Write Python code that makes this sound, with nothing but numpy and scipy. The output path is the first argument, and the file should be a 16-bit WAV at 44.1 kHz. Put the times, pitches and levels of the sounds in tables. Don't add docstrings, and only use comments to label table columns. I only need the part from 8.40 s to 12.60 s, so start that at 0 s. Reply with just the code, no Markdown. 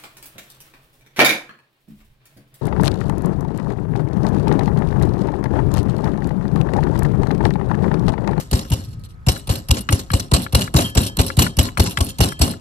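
import sys
import numpy as np
from scipy import signal
from scipy.fft import rfft, irfft, next_fast_len
from scipy.io import wavfile
from scipy.ndimage import uniform_filter1d

SR = 44100
rng = np.random.default_rng(int(sys.argv[2]) if len(sys.argv) > 2 else 0)


def transcribe(signal):
    frames = np.atleast_2d(signal).T
    limited = np.clip(frames, -1, 1)
    pcm = np.round(limited * 32767).astype(np.int16)
    wavfile.write(sys.argv[1], SR, pcm)


def linear_from_db(decibels):
    return 10 ** (np.asarray(decibels, float) / 20)


N = 185423
WIDE = next_fast_len(N)
BINS = np.fft.rfftfreq(WIDE, 1 / SR)


def evened(x):
    return x / np.sqrt(np.mean(x ** 2) + 1e-20)


def read(points, hz):
    f, value = np.transpose(points)
    return np.interp(np.log(hz + 1), np.log(f + 1), value)


def add(mix, s, sound):
    part = mix[max(round(s * SR), 0):][:len(sound)]
    part += sound[:len(part)]


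def filtered(x, gain):
    return irfft(rfft(x, WIDE) * gain, WIDE)[..., :N]


def colour(x, points):
    return evened(filtered(x, linear_from_db(read(points, BINS))))


def band(x, lo_hz, hi_hz):
    sos = signal.butter(2, [lo_hz, min(hi_hz, 20000)], "band", fs=SR, output="sos")
    return signal.sosfilt(sos, x)


def resonate(x, hz, width):
    r = np.exp(-np.pi * width / SR)
    return 2 * signal.lfilter([1 - r], [1, -r * np.exp(2j * np.pi * hz / SR)], x).real


def wander(x, hz, width):
    turn = np.exp(2j * np.pi * np.cumsum(hz) / SR)
    r = np.exp(-np.pi * width / SR)
    return 2 * (turn * signal.lfilter([1 - r], [1, -r], x / turn + 1e-18)).real


def patchy(x, patch_db, size=11):
    z = signal.stft(x, nperseg=128, noverlap=96)[2]
    patches = uniform_filter1d(rng.standard_normal(z.shape[::-1]), size, axis=0)
    patches = uniform_filter1d(patches, 4, axis=1)
    return signal.istft(z * linear_from_db(patch_db * evened(patches).T), nperseg=128, noverlap=96)[1][:N]


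# pitch_hz, density_db
AIR_COLOUR = [(30, 6.5), (60, 3.5), (150, -6), (280, -22), (600, -33), (1300, -33.5), (2200, -41.5),
              (8000, -48.5)]
# pitch_hz, level_db
AIR_APART = [(110, -8), (250, -4.5), (700, 1), (1700, 6), (3000, -5), (9600, -1), (10600, -25)]
# pitch_hz, level_db
FAR_MACHINE = (1270, -69)


def air():
    a, b = (colour(v, AIR_COLOUR) for v in rng.standard_normal((2, N)))
    apart = filtered(b, linear_from_db(read(AIR_APART, BINS)))
    hz, db = FAR_MACHINE
    tone = linear_from_db(db + 5.5) * np.sin(2 * np.pi * hz * np.arange(N) / SR)
    return linear_from_db(-34.5) * np.array([a + apart, a - apart]) + tone


# start_s, grind_db, table_db, pressed_s
STROKES = [(-0.07, -15, -23, 0.068), (0.1287, -24.5, -21.5, 0.13), (0.319, -33, -27.5, 0.11),
           (0.8857, -26, -25, 0.12), (1.0956, -24.5, -23, 0.0914), (1.3096, -27.5, -23, 0.1),
           (1.5207, -25, -23, 0.09), (1.7335, -27.5, -23.5, 0.11), (1.936, -23, -19, 0.11),
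           (2.154, -21, -18.5, 0.1168), (2.36, -16.5, -18.5, 0.13), (2.569, -22, -18.5, 0.128),
           (2.7876, -23, -19.5, 0.154), (2.989, -16, -16.5, 0.078), (3.1883, -19.5, -20, 0.093),
           (3.3941, -22, -19, 0.18), (3.604, -30, -23.5, 0.075), (3.8084, -18.5, -17, 0.0757),
           (4.0154, -20, -16.5, 0.12)]


def strokes(column, pressed_db_per_s, lifted_db_per_s, left_db, settle_db_per_s):
    t, power = np.arange(N) / SR, 0
    for row in STROKES:
        age = t - row[0]
        lifted = np.maximum(age - row[3], 0)
        db = row[column] - pressed_db_per_s * age - lifted_db_per_s * lifted
        settle_db = left_db - settle_db_per_s * age
        both = linear_from_db(2 * np.minimum(db, 0)) + linear_from_db(2 * np.minimum(settle_db, 0))
        power = power + both * np.clip(age / 0.0014, 0, 1) ** 2
    return np.sqrt(power)


# pitch_hz, density_db
TOP_COLOUR = [(30, -35.5), (50, 0.5), (110, 1), (190, 2), (320, -5), (520, -20.5), (900, -17.5),
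              (1500, -57.5)]
# pitch_hz, width_hz, level_db
PLANKS = [(105.4, 22, 4.5), (175, 43.7, -4.5), (261, 53, 0), (304.35, 4.4, -8), (402.7, 35, -4),
          (533.5, 24, -3.5), (643.6, 145.5, -6), (1057, 28, -10.5)]


def shake():
    jolts = colour(rng.standard_normal(N), TOP_COLOUR)
    modes = evened(sum(linear_from_db(db) * evened(resonate(jolts, hz, width)) for hz, width, db in PLANKS))
    level = strokes(column=2, pressed_db_per_s=139.5, lifted_db_per_s=100.5,
                    left_db=-46.0, settle_db_per_s=59.5)
    return level * (linear_from_db(-3.0) * jolts + linear_from_db(1.7) * modes)


# start_s, peak_db, brightness_db, t60_s
TOUCHES = [(0.112, -19.5, 2, 0.034), (0.3002, -23.5, 2.5, 0.035), (0.8657, -17, -2, 0.031),
           (1.072, -25, 0.5, 0.04), (1.286, -20, 0.5, 0.033), (1.4895, -24, -8, 0.0174),
           (1.5047, -20, 2, 0.0397), (1.7, -40, 3.5, 0.019), (1.7155, -19, 4, 0.022),
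           (1.914, -17.5, -4.5, 0.0306), (2.125, -19, -1, 0.0375), (2.3407, -9.5, -0.5, 0.0178),
           (2.55, -17.5, -2, 0.042), (2.769, -17, 2.5, 0.0234), (2.9687, -16.5, 0.5, 0.0394),
           (3.168, -20.5, 2.5, 0.036), (3.375, -16.5, -0.5, 0.041), (3.571, -21, -3, 0.038),
           (3.5868, -21.5, 1, 0.021), (3.785, -20, -0.5, 0.0346), (3.9913, -23, -0.5, 0.048)]
# start_s, peak_db, brightness_db, t60_s
CRUSHES = [(0.1303, -11.5, -4.5, 0.024), (0.318, -14.5, -1, 0.032), (0.8854, -5, 0.5, 0.032),
           (1.092, -14.5, -2, 0.032), (1.308, -4, 2, 0.019), (1.5242, -7.5, -0.5, 0.023),
           (1.7345, -11, -6, 0.026), (1.935, -4.5, 1, 0.0476), (2.148, -2.5, 0, 0.02),
           (2.364, -8, -2.5, 0.02), (2.574, -1.5, -1, 0.026), (2.7888, -8.5, -2.5, 0.054),
           (2.9897, -1, 1.5, 0.016), (3.1878, -2.5, 0.5, 0.022), (3.3969, -3.5, -2, 0.025),
           (3.6064, -8, 1, 0.0201), (3.8045, -4.5, -2, 0.0233), (4.014, -3.5, 0, 0.031)]
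# start_s, peak_db, brightness_db
REBOUNDS = [(0.152, -18, -2.5), (0.333, -16, -1.5), (0.919, -23, 7.5), (1.1145, -32, -7), (1.343, -23, 4),
            (1.5444, -39, -3), (1.765, -24, 1), (1.961, -10, -2.5), (2.186, -14.5, -0.5), (2.387, -13, -12),
            (2.6116, -28.5, 14), (2.8108, -11, 1), (3.02, -4.5, -1), (3.226, -28.5, 17), (3.4364, -39, 5.5),
            (3.6417, -33, 16), (3.835, -6, -2.5), (4.035, -10, -2)]
# start_s, peak_db, brightness_db, t60_s
TWISTS = [(0.192, -15.5, -1, 0.019), (0.9595, -24, -1, 0.0173), (0.976, -35.5, 10, 0.057),
          (1.1551, -15.5, 4, 0.021), (1.368, -18.5, -6.5, 0.056), (1.382, -22.5, 6, 0.032),
          (1.407, -26, 8.5, 0.034), (1.5911, -19.5, 1, 0.0403), (1.7975, -12, 0, 0.0247),
          (2.018, -24, 5, 0.0814), (2.209, -11.5, 3, 0.038), (2.218, -15, -1, 0.0244),
          (2.238, -26, 8, 0.03), (2.262, -37.5, 9, 0.0503), (2.351, -20.5, -4, 0.037),
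          (2.404, -14, 0.5, 0.0434), (2.4234, -16.5, 4, 0.03), (2.4973, -32, 8, 0.0313),
          (2.633, -22, 4.5, 0.093), (2.6644, -18, 6, 0.047), (2.865, -19.5, 10.5, 0.021),
          (2.8788, -21, 4, 0.04), (3.047, -33.5, -5, 0.05), (3.064, -37.5, 4, 0.042),
          (3.438, -25.5, 15, 0.0144), (3.459, -15, -3.5, 0.054), (3.496, -21.5, 4.5, 0.021),
          (3.507, -24, 5.5, 0.058), (3.595, -30, -5.5, 0.018), (3.665, -24.5, 7.5, 0.0234),
          (3.689, -24, 4.5, 0.058), (3.887, -22, 8, 0.012), (3.9075, -27, 0.5, 0.023),
          (3.918, -27, 4.5, 0.038), (4.1092, -24.5, 8.5, 0.029)]
# start_s, peak_db, t60_s
CRUMBS = [(0.2785, -39.5, .07), (0.399, -44, .02), (0.4381, -37, 0.066), (0.4863, -41.5, 0.033),
          (0.505, -46, 0.067), (0.53, -39.5, 0.038), (0.595, -50, 0.031), (0.612, -51, .03),
          (0.6371, -38.5, 0.047), (0.65, -39.5, 0.042), (0.689, -46.5, 0.091), (0.743, -58.5, .03),
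          (1.2094, -54, .07)]
# thud_db, wood_db, fizz_db
TOUCH_TONE = (-4.5, -15, 1.6)
CRUSH_TONE = (-4.5, -16.5, -2.5)
REBOUND_TONE = (-8.5, -35.5, -1.5)
TWIST_TONE = (-13, -11, -3.5)
CRUMB_TONE = (-18.5, -13, 0)
TOUCH_SPAN = (0.6, 1.9, 1.1, 0.55)


def bursts(abrupt):
    out, t = np.zeros((4, N)), np.arange(4000) / SR
    touch_rise_s, crush_rise_s, small_rise_s = 0.0038, 0.0024, 0.00069
    rebound_t60_s = 0.02824
    rows = [(*r, TOUCH_TONE, TOUCH_SPAN, touch_rise_s) for r in TOUCHES]
    rows += [(*r, CRUSH_TONE, 1, crush_rise_s) for r in CRUSHES]
    rows += [(*r, rebound_t60_s, REBOUND_TONE, 1, crush_rise_s) for r in REBOUNDS]
    rows += [(*r, TWIST_TONE, 1, small_rise_s) for r in TWISTS]
    rows += [(s, db, 0, t60, CRUMB_TONE, 1, small_rise_s) for s, db, t60 in CRUMBS]
    for s, db, bright_db, t60, (thud_db, wood_db, fizz_db), span, rise in rows:
        lengths = np.maximum(t60 * np.multiply(span, np.ones(4)), .005)[:, None]
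        shapes = (1 - np.exp(-t / rise)) ** 2 * linear_from_db(-120 * (t / lengths) ** abrupt)
        extras = (0, thud_db - bright_db, wood_db - bright_db / 2, fizz_db + bright_db)
        for row, shape, extra_db in zip(out, shapes, extras):
            add(row, s - .001, linear_from_db(2 * (db + extra_db - 8.5)) * shape / shape.max())
    return out


# pitch_hz, density_db
GRIT = [(880, -79), (1500, -12), (2130, -1), (2840, 1.5), (3580, -2), (4200, -3.5), (4690, -2),
        (5500, -4.5), (6390, -7), (7800, 3), (11600, -11.5), (13800, -7), (16400, 7.5)]
# pitch_hz, width_hz, level_db
RATTLE = [(2879, 24, 2.5), (3905, 13, 4.5), (4204.6, 122, 2), (5430, 330, -2), (6975, 55, 2.5),
          (7630, 26.5, -11), (8070, 100, -2), (8870, 600, 2.5), (9620, 350, 3), (11580, 78, -5.5),
          (11320, 214, 0), (11640, 114, -1), (13330, 92, -1)]


def crunch(envelopes, grip):
    sizes = linear_from_db(2.536 * np.minimum(rng.exponential(1, N), 4))
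    cracks = rng.standard_normal(N) * sizes * (rng.random(N) < 6000 / SR)
    grit = patchy(patchy(colour(cracks, GRIT), patch_db=3.0), patch_db=1.0, size=70)
    main, thud, wood, fizz, grind = envelopes
    mid = evened(band(grit, 2750, 7270)) * np.sqrt(main + linear_from_db(-3.5) * grind)
    top = evened(band(grit, 8900, 15040)) * np.sqrt(fizz + linear_from_db(1.0) * grind ** 1.141)
    low = evened(band(cracks, 775, 2354)) * np.sqrt(wood + linear_from_db(-17.0) * grind)
    dull = evened(band(cracks, 236, 1107.0)) * np.sqrt(thud)
    rung = 0
    for k, (hz, width, db) in enumerate(RATTLE):
        g = np.roll(grip, 9000 * k)
        rung = rung + linear_from_db(db + 5 * g[::-1]) * wander(mid + top, hz * (1 + .012 * g), width)
    return linear_from_db(-4.0) * (mid + top) + linear_from_db(-3.0) * rung + low + dull


def bends(rows, glide, rise, fall, late):
    out, u = np.zeros(N), np.arange(-1323, 2205) / SR
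    for s, db, hz in rows:
        turns = hz * (np.sqrt(1 + 2 * glide * np.maximum(u, -.4 / glide)) - 1) / glide
        swell = np.exp(-((u - late) / np.where(u < late, rise, fall)) ** 2)
        add(out, s + u[0], -linear_from_db(db) * swell * np.cos(2 * np.pi * turns))
    return out


# start_s, depth_db, pitch_hz
PUSHES = [(0.1289, -10.5, 137.3), (0.3161, -11, 135.2), (0.8792, -2.5, 123), (1.0874, -17.5, 117),
          (1.3024, -8, 108), (1.5006, -14.5, 143), (1.716, -15, 138), (1.9312, -3, 123),
          (2.1418, -6.5, 108.4), (2.3549, -1, 133.2), (2.5666, -12, 127), (2.787, -12, 136),
          (2.9843, -1.5, 119), (3.1833, -8.5, 116), (3.3836, -16, 132.4), (3.5849, -16.5, 130.4),
          (3.8021, -7, 122.5), (4.0101, -8.5, 113)]
# start_s, depth_db, pitch_hz
SLAMS = [(0.1431, -4.5, 69.8), (0.3308, -5.5, 75), (0.8949, -4, 60), (1.1049, -8, 63.5), (1.3188, -4.5, 67),
         (1.536, -6.5, 77.4), (1.7474, -6.5, 69.8), (1.946, -3, 70.4), (2.1577, -6.5, 62),
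         (2.3687, -5.5, 67.2), (2.5833, -3.5, 62), (2.8019, -3.5, 65), (2.9991, -7.5, 70.6),
         (3.1988, -4, 69.5), (3.4082, -4, 72.2), (3.6189, -9.5, 70.5), (3.8178, -3.5, 72.2),
         (4.0252, -4.5, 68.6)]
# start_s, depth_db, pitch_hz
SHUDDERS = [(2.398, -15, 167), (2.449, -15, 180.6), (3.042, -16.5, 156.6), (1.387, -25, 199),
            (1.407, -23, 207), (3.482, -18, 178.3), (2.35, -17, 331), (2.384, -20, 668.5),
            (2.395, -16, 334.6), (2.412, -20.5, 684), (2.432, -26, 673)]


def dips():
    pushes = bends(PUSHES, glide=51.1, rise=0.0098, fall=0.017, late=0.0032)
    stiffer = np.multiply(SLAMS, [1, 1, 1.15])
    slams = bends(stiffer, glide=1.1, rise=0.007, fall=0.0084, late=0.0014)
    shudders = bends(SHUDDERS, glide=3.2, rise=0.00734, fall=0.0094, late=0)
    return pushes + linear_from_db(4.0) * slams + shudders


def rings(rows, gain_db, tail):
    out, u = np.zeros(N), np.arange(-2205, 4410) / SR
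    for (s, db, hz, half), phase in zip(rows, rng.random(len(rows))):
        swell = np.exp(-(u / np.where(u < 0, half, tail * half)) ** 2)
        note = np.sin(2 * np.pi * (hz * u + phase))
        neighbour = 0.63 * np.sin(2 * np.pi * (1.04 * hz * u + 3 * phase))
        add(out, s + u[0], linear_from_db(db + gain_db) * swell * (note + neighbour))
    return out


# start_s, level_db, pitch_hz, half_length_s
THUNKS = [(0.1509, -40.5, 1001, 0.0204), (0.3236, -24.5, 921, 0.0068), (0.8809, -43, 1012, 0.0099),
          (0.9027, -32.5, 735, 0.016), (1.0971, -26, 758, 0.0067), (1.5151, -18.5, 290.5, 0.011),
          (1.5267, -25, 799, 0.0068), (1.5325, -35, 1070, 0.0089), (1.7502, -25, 538.8, 0.017),
          (1.9432, -19, 1110, 0.0072), (1.949, -35, 672, 0.015), (2.2146, -29, 600.0, 0.013),
          (2.3467, -29, 1149, 0.009), (2.3757, -36, 1090, 0.024), (2.6616, -37, 586.5, 0.0117),
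          (2.9025, -30, 524, 0.0092), (2.9954, -14, 1038, 0.0035), (3.0288, -40, 606, 0.028),
          (3.0723, -27, 997, 0.006), (3.2, -23, 600, 0.017), (3.2566, -41, 540, 0.026),
          (3.274, -32.5, 1016, 0.02), (3.3756, -25, 1010, 0.0037), (3.4017, -24, 560, 0.0056),
          (3.422, -37, 664, 0.031), (3.4598, -36, 834, 0.023), (3.483, -31, 980, 0.012),
          (3.6122, -25, 1093, 0.01), (3.8095, -19.5, 815, 0.0048), (4.0504, -40, 950, 0.0077)]


def thunks():
    return rings(THUNKS, gain_db=-2.5, tail=1.4)


# start_s, level_db, pitch_hz, half_length_s
PINGS = [(0.217, -39.5, 4120, 0.0054), (0.3352, -38.5, 12000, 0.0033), (0.372, -49, 3500, 0.004),
         (0.4, -48.5, 4340, 0.004), (0.415, -50.5, 4300, 0.0032), (0.612, -65, 4360, 0.004),
         (0.743, -66, 4150, 0.004), (1.1579, -31.5, 4100, 0.003), (1.1883, -43.5, 11650.0, 0.004),
         (1.311, -25, 5434, 0.00227), (1.312, -23.5, 2760, 0.00236), (1.3145, -15.5, 7890, 0.0028),
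         (1.753, -32, 2880, 0.0047), (1.8019, -35.5, 8150, 0.0024), (1.8069, -48.5, 12120, 0.0099),
         (1.9501, -29.5, 7850, 0.0029), (1.989, -44, 11020.0, 0.0038), (2.1531, -22, 4190, 0.00452),
         (2.1541, -19.5, 7870, 0.00304), (2.1561, -29.5, 7160, 0.0028), (2.216, -37, 4127, 0.0096),
         (2.2224, -31, 8000, 0.0028), (2.3691, -20.5, 3894, 0.0022), (2.3721, -26, 5470, 0.0028),
         (2.3876, -25.5, 3800, 0.0081), (2.411, -27, 7440, 0.0039), (2.44, -35.5, 4950.0, 0.0039),
         (2.4589, -31.5, 3165, 0.0173), (2.5796, -24.5, 5520, 0.0029), (2.5891, -37, 8000, 0.0196),
         (2.5991, -43, 2860, 0.003), (2.6111, -32, 3850, 0.0047), (2.9967, -25, 2900, 0.0094),
         (2.9967, -22, 4094, 0.0043), (3.0221, -24.0, 11270, 0.0034), (3.0256, -21, 5640, 0.003),
         (3.0261, -23, 7980, 0.0035), (3.0321, -27.5, 12030.0, 0.0059), (3.1947, -19.5, 7970, 0.0035),
         (3.2162, -31.5, 7900, 0.0029), (3.4247, -31, 2870, 0.0045), (3.6093, -34.5, 2813, 0.005),
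         (3.8353, -27.5, 4250, 0.01), (4.0199, -20, 5430, 0.0039), (4.0224, -23, 7880, 0.0098),
         (4.0293, -29, 4300, 0.0142), (4.0952, -35, 10230, 0.00315)]


def pings():
    return rings(PINGS, gain_db=5.5, tail=0.86)


# start_s, peak_db, pitch_hz, t60_s, crack_db
KNOCKS = [(0.2495, -44, 1352, 0.014, -19), (0.964, -35, 1400, 0.0137, 4.5), (1.489, -21.5, 1290, 0.028, 10),
          (1.7032, -27, 1286, 0.021, 7.5), (2.0645, -27.5, 1374, 0.012, -4.5),
          (2.277, -30.5, 1350, 0.015, -19), (2.3433, -34, 1080, 0.041, -12.5),
          (2.902, -25, 1344, 0.013, -17.5), (3.0659, -26, 1457, 0.021, 3),
          (3.2881, -28.5, 1440, 0.00426, 9), (3.3726, -22, 1316, 0.012, 10), (3.573, -21, 1340, 0.016, 16),
          (3.922, -33, 1326, 0.0211, -9), (4.137, -42, 1386, 0.02, -12.5)]
# pitch_ratio, level_db
BOWL = [(1, 21), (1.22, 18), (1.5, 10), (1.9, 0), (2.45, 3)]


def rim():
    out, t = np.zeros(N), np.arange(3000) / SR
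    cracks = band(rng.standard_normal((len(KNOCKS), 3000)), 1150, 3450)
    phases = rng.random((len(KNOCKS), len(BOWL)))
    rise = 1 - np.exp(-(t / .0005) ** 2)
    for (s, db, hz, t60, crack_db), crack, phase in zip(KNOCKS, cracks, phases):
        hollow = sum(linear_from_db(d) * np.sin(2 * np.pi * (k * hz * t + 0.44 * p)) for (k, d), p in zip(BOWL, phase))
        knock = linear_from_db(db - 9.5 - 60 * t / t60) * (hollow + linear_from_db(12.0 + crack_db) * crack) * rise
        add(out, s, knock)
        add(out, s + 0.00355, linear_from_db(-8) * knock)
    return out


# time_s, level_db
ROCKING = [
    (0.4, -43.5),
    (0.41, -32.5),
    (0.578, -30.5),
    (0.82, -51),
]


def rocking():
    s, db = np.transpose(ROCKING)
    hum = resonate(resonate(rng.standard_normal(N), 98.0, 77), 106.0, 74.4)
    level = linear_from_db(np.interp(np.arange(N) / SR, s, db - 2.5, -120, -120))
    return uniform_filter1d(level, size=1500) * evened(hum)


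# start_s, level_db, t60_s
CLINKS = [
    (2.39, -39, .2),
    (2.446, -29, .33),
    (2.62, -37, .35),
    (2.68, -35, .25),
    (2.87, -47, .25),
    (3.06, -36, .3),
    (3.685, -41, .3),
    (3.89, -36, .5),
    (4.06, -43, .2),
]
# pitch_hz, level_db
BANGLE = [(1720, -7), (3162, 2), (4210, -11), (4958, -7), (8780, -13), (11100, -9)]


def bangles():
    out, t = np.zeros(N), np.arange(20000) / SR
    for s, db, t60 in CLINKS:
        for hz, mode_db in BANGLE:
            fade = linear_from_db(db + mode_db - 60 * t / t60 * (hz / 3162) ** 1.1)
            ring = fade * np.sin(2 * np.pi * hz * t)
            ring *= 1 + 0.1 * np.cos(2 * np.pi * 0.0056 * hz * t)
            add(out, s, ring * (1 - np.exp(-t / 0.00096)))
    return out


# pitch_hz, lead_rad
LEAD = [(0, 0), (1810, 3.5), (3190, 8), (4130, 7.5), (4820, 3), (5500, 4.5), (6290, 5), (7490, 2.5),
        (7920, 5), (8400, 2.15), (9740, 1.58),
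        (10500, .15), (12800, -.1), (13600, -1.5), (14200, -2.95), (16100, -3.1)]
# pitch_hz, level_db
TILT = [(60, 3), (150, 0.8), (380, 1.5), (950, 6), (2380, 0.5), (5980, 0), (10500, -3.8), (15000, 2.5)]
# pitch_hz, likeness_ratio
ALIKE = [(60, 0.97), (250, 0.94), (1000, 0.672), (4000, 0.362), (8000, 0.46),
         (9900, .6), (10600, .96), (12800, .97), (13500, .85), (14200, .95)]


def ports(solid, near, stray):
    same = np.clip(read(ALIKE, BINS), 0, .99)
    f, lead = np.transpose(LEAD)
    tilt = linear_from_db(read(TILT, BINS) / 2)
    later = np.exp(-1j * np.interp(BINS, f, lead))
    right = solid + filtered(near, same) + filtered(stray, np.sqrt(1 - same ** 2))
    return np.array([filtered(solid + near, tilt), filtered(right, later / tilt)])


# pitch_hz, level_db
RIM_SHADE = [(1700, -14), (2300, -3)]


def scene():
    clumps = linear_from_db(1.1 * evened(uniform_filter1d(rng.standard_normal(N), 250)))
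    grind = clumps * strokes(column=1, pressed_db_per_s=141.0, lifted_db_per_s=330,
                             left_db=-35.5, settle_db_per_s=111)
    envelopes = *bursts(abrupt=2.21), grind ** 2
    grip = evened(uniform_filter1d(uniform_filter1d(rng.standard_normal(N), size=3000), size=3000))
    near, stray = (shake() + linear_from_db(2.0) * crunch(envelopes, grip) for spot in range(2))
    solid = dips() + bangles() + rocking() + pings() + thunks()
    knocks, lag = rim(), 17
    around = np.roll(knocks, lag) + .7 * np.roll(knocks, 9 * lag)
    shaded = filtered(around, linear_from_db(read(RIM_SHADE, BINS)))
    return ports(solid, near, stray) + linear_from_db(6.0) * np.array([knocks, shaded]) + air()


def gate(x, knee_db, deepest_db):
    hz, t, z = signal.stft(x, SR, nperseg=256, noverlap=192)
    power = uniform_filter1d(uniform_filter1d((abs(z) ** 2).mean(0), 5, axis=0), 3, axis=1)
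    level_db = 10 * np.log10(abs(power) + 1e-20)
    sink_db = np.clip(level_db - knee_db, deepest_db, 0) * (hz > 1600)[:, None]
    return signal.istft(z * linear_from_db(sink_db), SR, nperseg=256, noverlap=192)[1][:, :N]


def thin_stereo(x, margin_db, waver_db, attack_db):
    pair = np.array([[1, 0.98], [1, -1]])
    z = signal.stft(pair @ x / 2, nperseg=1024, noverlap=512)[2][:, :512]
    power = uniform_filter1d((abs(z) ** 2).reshape(2, 64, 8, -1).mean(2), size=3, axis=2)
    level_db = 10 * np.log10(abs(power) + 1e-20)
    treble_db = 10 * np.log10((abs(z[:, 40:]) ** 2).mean((0, 1)) + 1e-20)
    steady = np.diff(treble_db, prepend=0) < attack_db
    count = len(steady)
    whole = np.repeat(rng.standard_normal(count), 2)[:count]
    each = np.repeat(rng.standard_normal((count, 64)), 2, axis=0)[:count].T
    bands = np.arange(64)[:, None]
    margin = margin_db + waver_db * (whole + each) + 3 * (bands < 29)
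    dropped = (level_db[::-1] - level_db > margin) & steady & (bands >= 4)
    kept = np.pad(z * ~np.repeat(dropped, 8, axis=1), ((0, 0), (0, 1), (0, 0)))
    return pair @ signal.istft(kept, nperseg=1024, noverlap=512)[1][:, :N]


def band_limit(x):
    return signal.sosfilt(signal.butter(12, 16500, fs=SR, output="sos"), x)


# pitch_hz, level_db
MIC = [(25, -25), (40, -4), (62, -0.5), (20000, 0)]
# pitch_hz, level_db
EDGE = [(12800, 0), (13500, -4), (14300, -5.5), (15200, -9), (15750, -15), (15950, -38), (16500, -50),
        (16900, -75)]


def record(dry):
    heard = gate(filtered(dry, linear_from_db(read(MIC, BINS))), knee_db=-78, deepest_db=-14)
    limited = .92 * heard / (1 + heard ** 4) ** .25
    edged = filtered(limited, linear_from_db(read(EDGE, BINS)))
    mix = thin_stereo(edged, margin_db=7.5, waver_db=2.5, attack_db=8)
    return band_limit(mix)


dry = scene()
out = record(dry)
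transcribe(out)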